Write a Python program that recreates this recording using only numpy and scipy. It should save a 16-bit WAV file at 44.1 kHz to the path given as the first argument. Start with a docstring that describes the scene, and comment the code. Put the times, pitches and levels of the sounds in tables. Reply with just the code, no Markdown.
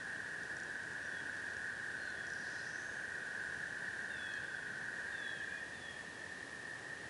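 """Tree frogs trill around a wooded pond from the start, each pulsing one note that the trees smear.
Under them lie a soft outdoor rush with hiss and the camera's faint electrical ticks and whine, all by filtering.
From one second small birds further off whistle and buzz on gliding sines; at two seconds one sings a raspy song.
After five seconds the deep frogs all but drop out, then the middle ones thin; the high ones trill on."""
import sys
import numpy as np
from scipy import signal
from scipy.fft import rfft, irfft, next_fast_len
from scipy.io import wavfile

SR = 44100
rng = np.random.default_rng(int(sys.argv[2]) if len(sys.argv) > 2 else 0)


def generate_wav(sig):
    """Save sig (samples, or channels by samples) to the path in sys.argv[1] as 16-bit PCM at SR."""
    pcm = np.round(np.clip(np.atleast_2d(sig).T, -1, 1) * 32767).astype(np.int16)
    wavfile.write(sys.argv[1], SR, pcm)


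N = 312669
T = np.arange(N) / SR
WOODS_T60 = 1.2  # time for a bird's note to fade by 60 dB among the trees [s]


def undb(db):
    """Decibels to gain."""
    return 10 ** (np.asarray(db) / 20)


def unit(x):
    """Scale to rms 1."""
    return x / np.sqrt(np.mean(x ** 2) + 1e-20)


def walk(rate):
    """Slow chance: rate random levels a second joined by lines, spread near 1."""
    levels = rng.standard_normal(8192)
    return 1.2 * np.interp(T * rate, np.arange(8192), levels)


def ramp(start, length):
    """Rise from 0 to 1 over length seconds."""
    return np.clip((T - start) / length, 0, 1)


def tone(hz):
    """A sine that follows a pitch curve."""
    return np.sin(2 * np.pi * np.cumsum(hz) / SR)


def colour(x, points):
    """Filter by a spectrum of (Hz, dB) points, joined along a logarithmic pitch axis."""
    hz, db = np.transpose(points)
    size = next_fast_len(N)
    f = np.maximum(np.arange(size // 2 + 1) * SR / size, 1)
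    gain = undb(np.interp(np.log(f), np.log(hz), db))
    return irfft(rfft(x, size) * gain, size)[:N]


def woods(x, t60, wet_db):
    """The direct sound and a fading spray of echoes from trunks and banks."""
    t = T[:SR]
    after_gap = t > .008
    spray = rng.standard_normal(SR) * undb(-60 * t / t60) * after_gap
    echoes = undb(wet_db) * unit(spray) / np.sqrt(SR)
    return x + signal.oaconvolve(x, echoes)[:N]


def add(out, start, sound):
    """Mix a short sound in at its time."""
    i = max(int(start * SR), 0)
    out[i:i + len(sound)] += sound[:N - i]


def air():
    """A soft, far rush that swells very slightly, topped by smooth hiss: filtered noise."""
    # outdoor rush and microphone hiss, relative spectrum: (frequency [Hz], level per Hz [dB])
    air_spectrum = [(20, -18), (38, -28), (58, -8.5), (75, -2.5), (105, 0), (250, -1.5), (420, -1.2),
                    (800, -4.5), (1300, -6.5), (2100, -10), (4000, -13.5), (7000, -17.5), (11000, -21)]
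    level_db = -53
    rush = unit(colour(rng.standard_normal(N), air_spectrum))
    swell_db = .15 * walk(2)
    return undb(level_db + swell_db) * rush


def trill(hz, rate, wet_db, pulse_share=0.53, attack=0.53, bend_hz=12, waver_hz=5.513, t60=0.48):
    """One frog: the vocal sac holds a note in quick pulses that start sharply and sag a little in pitch."""
    pulse_rate = rate * (1 + 0.02515 * walk(5))
    cycle = (np.cumsum(pulse_rate) / SR + rng.random()) % 1
    # progress through the sounding part of each cycle; the rest is silent
    within = np.minimum(cycle / pulse_share, 1)
    pulse = np.sin(np.pi * within ** attack) * undb(0.98 * walk(23))
    sag = bend_hz * (1 - 2 * within) * (within < 1)
    pitch = hz + waver_hz * walk(25) + sag
    return unit(woods(pulse * tone(pitch), t60, wet_db))


def chorus(crowd_db=-7, count=4, sac_low_hz=1420, sac_high_hz=1915):
    """Each section is a few near frogs over a crowd of far ones; it thins as its callers stop."""
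    # frogs near the microphone, deepest first: (pitch [Hz], pulse rate [1/s])
    near_frogs = [(1462, 24), (1480, 39), (1518, 47), (1532, 27), (1603, 20), (1622, 27), (1641, 27),
                  (1664, 43), (1706, 20), (1774, 19), (1793, 46.5), (1838, 36), (1875, 27)]
    # their relative loudness within a section, in the same order: (level [dB])
    near_levels = [-10.5, -5.5, -2.5, -8.5, -5.5, -1.5, 2, -1.5, 0, 0, -1, 2, 0]
    # the deep, middle and high voices: (lowest pitch [Hz], highest pitch [Hz])
    sections = [(1450, 1555), (1565, 1725), (1760, 1905)]
    # each section's calling: (level ahead of sac filter and mix [dB], callers start to stop [s],
    # time they take to stop [s], level lost [dB])
    calling = [(-50, 4.98, 0.42, 20), (-47, 5.54, 0.21, 10), (-49, 6, .2, .5)]
    build_db_per_s, swell_db = 0.16, 0.63  # shared slow growth; each section's own swell

    out = 0
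    for (low, high), (section_db, stop, fade, lost_db) in zip(sections, calling):
        near = sum(undb(db) * trill(hz, rate, wet_db=-4)
                   for (hz, rate), db in zip(near_frogs, near_levels) if low <= hz < high)
        pitches = low + (high - low) * (np.arange(count) + rng.random(count)) / count
        # far frogs reach the microphone with more echo than direct sound
        far = sum(trill(hz, rng.uniform(22, 34), wet_db=4.5, pulse_share=0.41) for hz in pitches)
        effort_db = build_db_per_s * (T - T.mean()) + swell_db * walk(2.93)
        effort_db = effort_db - lost_db * ramp(stop, fade)
        section = unit(unit(near) + undb(crowd_db) * unit(far))
        out = out + section * undb(section_db + effort_db)
    # the vocal sacs radiate only a narrow band
    sac_band = signal.butter(5, [sac_low_hz, sac_high_hz], "band", fs=SR, output="sos")
    return signal.sosfilt(sac_band, out)


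def electronics(whine_hz=8720, whine_width_hz=260, whine_db=-76, tick_db=-75):
    """The camera rings faintly twice a frame, a whine and a tick, with louder ticks in short runs."""
    # what a tick rings with: (frequency [Hz], width [Hz], relative level [dB])
    tick_modes = [(5830, 250, 13), (6100, 400, -10.5), (6830, 400, 9.5), (8700, 710, -32)]
    # louder ticks, one a frame: (time [s], ticks [count], peak level [dB])
    tick_runs = [(.434, 1, -43), (.568, 3, -41.5), (1.369, 1, -45.5), (1.502, 2, -47), (1.569, 1, -42),
                 (2.103, 1, -46.5), (2.269, 3, -40.5), (2.503, 1, -43), (4.338, 1, -40.5)]
    frame_hz = 29.97

    t = T[:SR // 100]
    # neighbouring modes swing against each other, which keeps the tick thin
    tick = sum((-1) ** k * undb(db) * np.exp(-np.pi * width * t) * np.sin(2 * np.pi * hz * t)
               for k, (hz, width, db) in enumerate(tick_modes))
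    whine = np.exp(-np.pi * whine_width_hz * t) * np.sin(2 * np.pi * whine_hz * t)
    beat = np.diff(np.floor(T * 2 * frame_hz), prepend=0)  # one impulse each half frame
    whines = signal.oaconvolve(beat * undb(2 * walk(30)), whine)[:N]
    ticks = signal.oaconvolve(beat * undb(2.1 * walk(30)), tick)[:N]
    out = undb(whine_db) * unit(whines) + undb(tick_db) * unit(ticks)
    out *= undb(np.interp(T, [4.1, 4.4], [0, -7]))  # this steady buzz recedes
    for start, count, db in tick_runs:
        for k in range(round(count)):
            add(out, start + k / frame_hz, undb(db) * tick / np.abs(tick).max())
    return out


def far_birds():
    """Slurs that swell as they settle on their last pitch; a fast flutter of pitch makes some of them buzz."""
    # short notes: (time [s], length [s], first pitch [Hz], last pitch [Hz], direct level [dB],
    # buzz depth [Hz])
    notes = [(1.027, .02, 5700, 5770, -59, 22), (1.054, .02, 5730, 5770, -57, 22),
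             (1.96, .17, 4380, 4120, -60, 66), (2.33, 0.1, 5880, 5760, -63, 53),
             (2.39, .1, 4920, 4450, -63, 290), (2.546, 0.08, 4080, 4150, -60.5, 70),
             (4.29, .1, 4280, 4190, -62, 62), (5.21, 0.13, 3870, 3900, -61, 38),
             (5.46, 0.15, 2330, 2465, -57, 11)]
    out = np.zeros(N)
    for start, length, first_hz, last_hz, db, buzz_hz in notes:
        u = np.linspace(0, 1, int(length * SR))
        glide = last_hz + (first_hz - last_hz) * (1 - u) ** 2
        pitch = glide + buzz_hz * walk(407)[:len(u)]
        swell = signal.windows.tukey(len(u), .35) * undb(-7 * (1 - u) ** 2)
        add(out, start, undb(db) * swell * tone(pitch))
    return woods(out, t60=WOODS_T60, wet_db=-6.5)


def whistler(waver_hz=14):
    """A near-pure tone slides down, with a softer voice below and an echo from across the pond."""
    # falling whistles: (time [s], length [s], direct level [dB], pitch shift [Hz],
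    # lower second voice against the first [dB])
    whistles = [(1.039, 0.18, -59, -50, -20), (2.05, .24, -61, -20, -13), (4.096, 0.3, -51.3, -0.5, -10.5),
                (5.114, 0.314, -51, -5, -13.5), (5.73, 0.25, -54.5, -50, -16)]
    # both voices settle from a first pitch to a resting pitch, the second sooner
    first_hz, first_rest_hz, first_settle_s = 3716, 3194, .15
    second_hz, second_rest_hz, second_settle_s = 2866, 2543, .055
    # the first voice of the longest whistles hooks down at its end
    hook_after_s, hook_hz, hook_s = .304, 300, 0.0161
    # loudest midway, with softer shoulders
    peak_after_s, peak_width_s, shoulder_db = 0.15, 0.056, -8
    # the forest edge across the pond sends it back, blurred
    echo_s, echo_db = .28, -14.5

    out, echo = np.zeros(N), np.zeros(N)
    for start, length, db, shift_hz, second_db in whistles:
        t = T[:int(length * SR)]
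        waver = shift_hz + waver_hz * walk(152)[:len(t)]
        hook = hook_hz * np.exp(np.minimum((t - hook_after_s) / hook_s, 1))
        first = first_rest_hz + (first_hz - first_rest_hz) * np.exp(-t / first_settle_s) - hook
        second = second_rest_hz + (second_hz - second_rest_hz) * np.exp(-t / second_settle_s)
        swell = undb(shoulder_db * (1 - np.exp(-((t - peak_after_s) / peak_width_s) ** 2)))
        voices = swell * tone(first + waver) + undb(second_db) * tone(second + waver)
        call = undb(db) * signal.windows.tukey(len(t), .08) * voices
        add(out, start, call)
        add(echo, start + echo_s, undb(echo_db) * call)
    return woods(out, t60=WOODS_T60, wet_db=-5) + woods(echo, t60=WOODS_T60, wet_db=2.5)


def raspy_song():
    """A far voice swells once, fluttering wildly, then rises and narrows to a wheeze; the trees blur it."""
    start_s, attack_s, hold_s, release_s = 2.1, 0.39, 0.23, 0.34
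    level_db = -60.5  # direct sound at full swell
    rasp_hz, rasp_flutter_hz = 5270, 618
    wheeze_hz, wheeze_flutter_hz = 6480, 170
    rise_after_s, rise_s = .5, .27

    rise = ramp(start_s + rise_after_s, rise_s)
    flutter_hz = rasp_flutter_hz + (wheeze_flutter_hz - rasp_flutter_hz) * rise
    pitch = rasp_hz + (wheeze_hz - rasp_hz) * rise + flutter_hz * walk(500)
    swell = ramp(start_s, attack_s) - ramp(start_s + attack_s + hold_s, release_s)
    return woods(undb(level_db) * swell * tone(pitch), t60=0.6, wet_db=0.5)


def scene():
    """Frogs, birds, air and electronics on one microphone."""
    frogs = undb(-0.58) * chorus()
    birds = far_birds() + whistler() + raspy_song()
    return (air() + frogs + electronics() + birds)[None]


def record(dry):
    """The camera cuts the top steeply."""
    top_hz = 10950
    steep_cut = signal.ellip(12, .1, 70, top_hz, fs=SR, output="sos")
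    return signal.sosfilt(steep_cut, dry)


dry = scene()
out = record(dry)
generate_wav(out)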